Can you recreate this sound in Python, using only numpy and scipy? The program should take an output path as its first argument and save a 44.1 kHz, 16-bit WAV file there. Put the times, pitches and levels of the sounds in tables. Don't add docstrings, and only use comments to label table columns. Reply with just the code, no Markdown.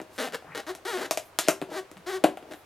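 import sys
import numpy as np
from scipy import signal
from scipy.fft import rfft, irfft
from scipy.io import wavfile
from scipy.ndimage import uniform_filter1d

SR = 44100
rng = np.random.default_rng(int(sys.argv[2]) if len(sys.argv) > 2 else 0)


def log_audio(samples):
    frames = np.atleast_2d(samples).T
    limited = np.clip(frames, -1, 1)
    pcm = np.round(limited * 32767).astype(np.int16)
    wavfile.write(sys.argv[1], SR, pcm)


def amplitude_ratio(level_db):
    exponent = np.asarray(level_db, float) / 20
    return 10 ** exponent


N = 116865

# (frequency [Hz], level [dB])
SLIP_SPECTRUM = [(200, -31.5), (700, 11), (1800, 9), (2650, -3), (3400, 1.5), (5000, -5), (12500, -13.5),
                 (16000, -28)]
# (frequency [Hz], level [dB], t60 [s])
WALL_MODES = [(376, 0, .075), (490, -7, .04), (630, -1, .05)]
# (frequency [Hz], level [dB], t60 [s])
FLAP_MODES = [(300, -10, .03), (480, -6, .02), (610, 0, .025), (790, -1, .025), (2900, -9, .008)]


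def evened(x):
    return x / np.sqrt(np.mean(x ** 2) + 1e-20)


def read(points, hz):
    f, value = np.transpose(points)
    return np.interp(np.log(hz + 1), np.log(f + 1), value)


def causal(points):
    log_gain = np.log(amplitude_ratio(read(points, abs(np.fft.fftfreq(4096, 1 / SR)))))
    click = np.fft.ifft(np.exp(np.conj(signal.hilbert(log_gain)))).real[:1024]
    return click / np.linalg.norm(click)


def ring(modes):
    t = np.arange(SR // 4) / SR
    answer = sum(amplitude_ratio(db - 60 * t / t60) * np.sin(2 * np.pi * hz * t) for hz, db, t60 in modes)
    return answer / abs(answer).max()


def through(x, response):
    return signal.fftconvolve(x, response)[:len(x)]


def band(x, hz, kind):
    return signal.sosfilt(signal.butter(N=3, Wn=hz, btype=kind, fs=SR, output="sos"), x)


def snaps():
    # (time [s], tick level [dB], ring level [dB], thud level [dB], dullness [1])
    blows = [(.001, -16.5, -32.5, -27, 0.74), (0.016, -28, -59, -27, 0), (.1623, -36, -60, -60, 0.3),
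             (.275, -14, -23.5, -40, .6), (.323, -34, -43, -33, .6), (.4237, -31, -40, -53, 0.65),
             (.4453, -35, -38, -46, 0.64), (0.4499, -39, -50, -41, 0.42), (0.751, -20.5, -40.5, -37, -0.18),
             (0.786, -41, -40.5, -70, 1), (.8515, -28, -39, -51, .3), (1.110, -1.5, -17, -23, -0.32),
             (1.174, -9, -19, -30, -0.37), (1.358, -37, -60, -57, 0.58), (1.3637, -48, -63, -72, 0.4),
             (1.3884, -0.5, -22.5, -23, -0.64), (1.3942, -18, -39, -39, -0.17),
             (1.477, -22, -24, -55, -0.15), (1.4847, 8.5, -9.5, -8, 0.23), (1.616, -9.5, -24, -21.5, 0.66),
             (1.6235, -19, -38, -17.5, 0.42), (1.915, -25, -46, -34.5, 0.26), (1.97, -23, -44, -57, 0.74),
             (1.976, -27, -48, -46, 0.46), (2.067, -37, -49, -42, 0.22), (2.2395, -1, -13.5, -8.5, 0.35),
             (2.2431, 5, -3.5, -3.5, 0.72), (2.265, -30, -34, -26, 0.76), (2.276, -32, -29, -45, 0.95),
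             (2.287, -22, -30, -22.5, 0.47), (2.3725, -16.5, -28, -50, 0.59),
             (2.427, -25.5, -44, -35.5, 0.79), (2.514, -33, -38, -36.5, 0.5),
             (2.536, -20.5, -34.5, -32, 0.63)]
    # (frequency [Hz], level [dB])
    tick_spectrum = [(470, -26), (800, 6.5), (2500, 0), (4500, -3.5), (6500, -1), (13000, -8.5),
                     (15500, -26), (17000, -51)]
    # (frequency [Hz], level [dB], t60 [s])
    edge_modes = [(663, 7.5, 0.049), (623.4, -12, 0.18), (1340, -29.5, 0.037), (2468, -7, 0.027)]
    panel_modes = [(719, 11, 0.033), (620, -9.5, 0.089), (756, -1, .06), (1010, -9.5, 0.09),
                   (1420, -9.5, .04)]
    cavity_modes = [(170, 15, 0.015), (243, 1.5, 0.033), (314.5, 14, 0.057), (382.5, 6.5, 0.17),
                    (527, 11.5, 0.019)]
    length = 8000
    ticks, edges, panels, thuds = np.zeros((4, N + length))
    t = np.arange(length) / SR
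    splinter = amplitude_ratio(-20) * np.exp(-t / .0005)
    crackle = amplitude_ratio(-28 - 60 * t / .11)
    noises = rng.standard_normal((len(blows), length))
    for (s, tick_db, ring_db, thud_db, dull), noise in zip(blows, noises):
        at = round(s * SR)
        dull = np.clip(dull, -1, 1)
        tick = noise * (splinter + crackle) + (t == 0)
        ticks[at:at + length] += amplitude_ratio(tick_db) * ((1 - dull) * tick + dull * band(tick, 4410, "low"))
        flesh = np.clip((dull - .4) / .2, 0, 1)
        edges[at] += amplitude_ratio(ring_db) * (1 - flesh)
        panels[at] += amplitude_ratio(ring_db) * flesh
        thuds[at] -= amplitude_ratio(thud_db)
    body = through(edges, ring(edge_modes)) + through(panels, ring(panel_modes))
    body += through(thuds, ring(cavity_modes))
    return (through(ticks, causal(tick_spectrum)) + body)[:N]


def rustle():
    # (time [s], level [dB])
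    pressure = [(0.0, -39), (.4, -49), (0.83, -45.5), (1.05, -24), (1.2, -78), (1.44, -33.5), (1.59, -46),
                (1.721, -25), (1.86, -49), (2.03, -48), (2.23, -35), (2.3, -63), (2.4, -36), (2.539, -31),
                (2.65, -70)]
    s, db = np.transpose(pressure)
    grains_per_s, spread_db = 900, 6.5
    struck = rng.random(N) < grains_per_s / SR
    size = amplitude_ratio(spread_db * np.minimum(rng.exponential(1, N), 2))
    grains = struck * rng.standard_normal(N) * size
    body = evened(through(grains, ring(WALL_MODES + FLAP_MODES)))
    contact = evened(through(grains, causal(SLIP_SPECTRUM)))
    return (body + amplitude_ratio(-17) * contact) * amplitude_ratio(-15.5 + np.interp(np.arange(N) / SR, s, db))


def air():
    # (frequency [Hz], level [dB])
    noise_spectrum = [(20, -10), (60, -0.5), (100, 4), (180, -5.5), (400, 3.5), (1000, 1), (12000, -22.5),
                      (16000, -27)]
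    # (frequency [Hz], likeness [1])
    likeness = [(30, 0.45), (100, 0.89), (300, 0.77), (8000, 0.35), (13000, 0.88)]
    hz = np.fft.rfftfreq(N, 1 / SR)
    a, b = rfft(rng.standard_normal((2, N)))
    same = np.clip(read(likeness, hz), 0, 1)
    pair = np.array([a, same * a + np.sqrt(1 - same ** 2) * b])
    noise = irfft(pair * amplitude_ratio(read(noise_spectrum, hz)), N)
    hum = np.sin(2 * np.pi * 100 * np.arange(N) / SR)
    return amplitude_ratio(-54.5) * evened(noise) + amplitude_ratio(-74) * hum


def slides():
    # (start [s], length [s], level [dB], centre [Hz], width [Hz])
    strokes = [(0.436, 0.13, -50, 1240, 1130), (0.494, 0.099, -50.5, 2200, 770),
               (1.1, 0.056, -48.5, 3900, 6600), (0.44, 0.16, -55, 146, 133),
               (0.092, 0.18, -56, 6000, 13000), (1.4, 0.11, -43, 3300, 3500),
               (1.955, 0.057, -49.5, 189, 39), (2.391, 0.22, -58, 530, 590),
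               (1.193, 0.12, -62.5, 11500, 4400), (2.47, 0.18, -64.5, 11800, 4500),
               (.31, 0.056, -48, 180, 110), (1.7, 0.14, -62, 260, 155)]
    t, out = np.arange(N) / SR, np.zeros(N)
    noises = rng.standard_normal((len(strokes), N))
    for (start, length, db, hz, width), noise in zip(strokes, noises):
        grainy = noise * abs(noise)
        hiss = band(grainy, [max(hz - width / 2, 20), hz + width / 2], "band")
        swell = np.sin(np.pi * np.clip((t - start) / length, 0, 1))
        out += amplitude_ratio(db) * evened(hiss) * swell
    return out


def slips(rows, jitter):
    s, hz, db = np.transpose(rows)
    t = np.arange(N) / SR
    wander, size, grit, drag = rng.standard_normal((4, N))
    rate = np.interp(t, s, hz) * np.exp(jitter * evened(uniform_filter1d(wander, size=120)))
    releases = np.diff(np.floor(np.cumsum(rate) / SR), prepend=0)
    spread_db = 1.5 * (-0.5 + 10 * jitter)
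    pulse = releases * amplitude_ratio(spread_db * np.clip(size, -2, 2))
    puff = band(grit * through(pulse, np.exp(-t[:400] / .0008)), 3500, "high")
    smear = band(drag * through(pulse, np.exp(-t[:400] / .0015)), 500, "high")
    train = pulse * np.sqrt(SR / hz.mean()) + amplitude_ratio(-4) * evened(puff) + amplitude_ratio(-11) * evened(smear)
    inside = (t > s[0]) & (t < s[-1])
    return train * amplitude_ratio(np.interp(t, s, db)) * inside


def creaks():
    # (time [s], slip rate [Hz], level [dB])
    squeaks = [
        [(.667, 298, -40), (.685, 340, -39), (.7, 368, -37), (.712, 371, -40), (.72, 372, -46)],
        [(.851, 355, -34), (.862, 392, -37), (.879, 473, -35), (.9, 478, -35), (.92, 425, -36), (.94, 370, -35),
         (.96, 360, -35), (.974, 350, -38)],
        [(1.003, 320, -38), (1.014, 375, -34), (1.024, 440, -35), (1.034, 520, -36), (1.042, 480, -44)],
        [(1.7, 335, -50), (1.72, 322, -46), (1.742, 308, -39), (1.76, 368, -39), (1.773, 418, -37),
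         (1.788, 380, -37), (1.8, 375, -42)],
        [(2.06, 326, -50), (2.069, 350, -39), (2.083, 362, -37), (2.101, 412, -37), (2.121, 390, -38),
         (2.135, 363, -37), (2.148, 381, -37), (2.17, 376, -39), (2.182, 358, -48)],
    ]
    squeak_jitter = [.08, .012, .03, .055, .02]
    # (time [s], slip rate [Hz], level [dB])
    scrapes = [
        [(.179, 200, -40), (.186, 230, -34), (.2, 300, -34), (.225, 200, -33), (.25, 265, -35),
         (.268, 200, -38), (.29, 130, -44)],
        [(.32, 240, -44), (.335, 400, -38), (.348, 520, -31), (.36, 520, -44)],
        [(.548, 420, -39), (.57, 380, -39), (.58, 310, -36), (.603, 360, -38), (.612, 300, -46)],
        [(2.505, 300, -54), (2.514, 250, -45), (2.528, 220, -47), (2.538, 200, -44), (2.552, 220, -54)],
        [(.972, 260, -37), (.985, 225, -36), (.996, 260, -37), (1.004, 320, -38)],
        [(1.042, 450, -44), (1.05, 375, -36), (1.062, 372, -37), (1.068, 370, -46)],
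    ]
    scrape_jitter = [.13, .18, .25, .3, .14, .1]
    squeak = sum(slips(*pair) for pair in zip(squeaks, squeak_jitter))
    scrape = sum(slips(*pair) for pair in zip(scrapes, scrape_jitter))
    wall, flap = ring(WALL_MODES), ring(FLAP_MODES)
    contact = through(squeak + scrape, causal(SLIP_SPECTRUM))
    wall_sound = through(squeak, wall / np.linalg.norm(wall))
    flap_sound = through(scrape, flap / np.linalg.norm(flap))
    return contact + amplitude_ratio(0.5) * wall_sound + amplitude_ratio(1.5) * flap_sound


def room(x):
    # (delay [s], level [dB])
    echoes = [(.0021, -24.5), (.0064, -12), (.0074, -29), (.0084, -21), (0.011, -19.5), (0.0217, -22.5),
              (0.024, -20.5)]
    # (frequency [Hz], t60 [s])
    decay = [(200, 0.34), (530, 0.24), (1400, 0.21), (3700, 0.21), (9700, 0.19)]
    # (frequency [Hz], level [dB])
    tail_bass = [(400, -6), (1500, 0)]
    taps = np.zeros((2, SR // 2))
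    at = np.arange(300, SR // 2 - 20, 20) + rng.integers(0, 20, (2, (SR // 2 - 301) // 20))
    np.put_along_axis(taps, at, rng.choice([-1., 1.], at.shape), 1)
    same = 0.91
    taps[1] = same * taps[0] + np.sqrt(1 - same ** 2) * taps[1]
    hz, t, z = signal.stft(taps, SR, nperseg=256)
    fade_db = read(tail_bass, hz)[:, None] - 60 * t / read(decay, hz)[:, None]
    tail = signal.istft(z * amplitude_ratio(fade_db), SR, nperseg=256)[1]
    tail *= amplitude_ratio(-9.5) / np.linalg.norm(tail[0])
    tail[:, 0] += 1
    for delay, db in echoes:
        tail[:, round(delay * SR)] += amplitude_ratio(db)
    return signal.fftconvolve(x[None], tail, axes=1)[:, :N]


def scene():
    # (frequency [Hz], level [dB])
    left_level = [(60, 0), (200, 1.5), (600, 4), (1200, 3.5), (3000, 1), (8000, 0), (15000, 0)]
    # (frequency [Hz], phase [rad])
    left_lead = [(200, .15), (600, .3), (2000, .3), (4500, .15), (7000, .5), (10000, .55), (12000, .03)]
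    hz = np.fft.rfftfreq(N, 1 / SR)
    lean = amplitude_ratio(read(left_level, hz) / 2) * np.exp(.5j * read(left_lead, hz))
    box = snaps() + rustle() + creaks()
    box_low_hz = 160.6
    for _ in range(2):
        box = band(box, box_low_hz, "high")
    heard = rfft(room(box + slides()))
    return irfft(heard * np.array([lean, 1 / lean]), N) + air()


def band_limit(x):
    return signal.sosfilt(signal.butter(12, 16550, fs=SR, output="sos"), x)


def record(dry):
    ceiling = .9
    squash = band(ceiling * np.tanh(dry / ceiling) - dry, 90, "high")
    return band_limit(dry + squash)


dry = scene()
out = record(dry)
log_audio(out)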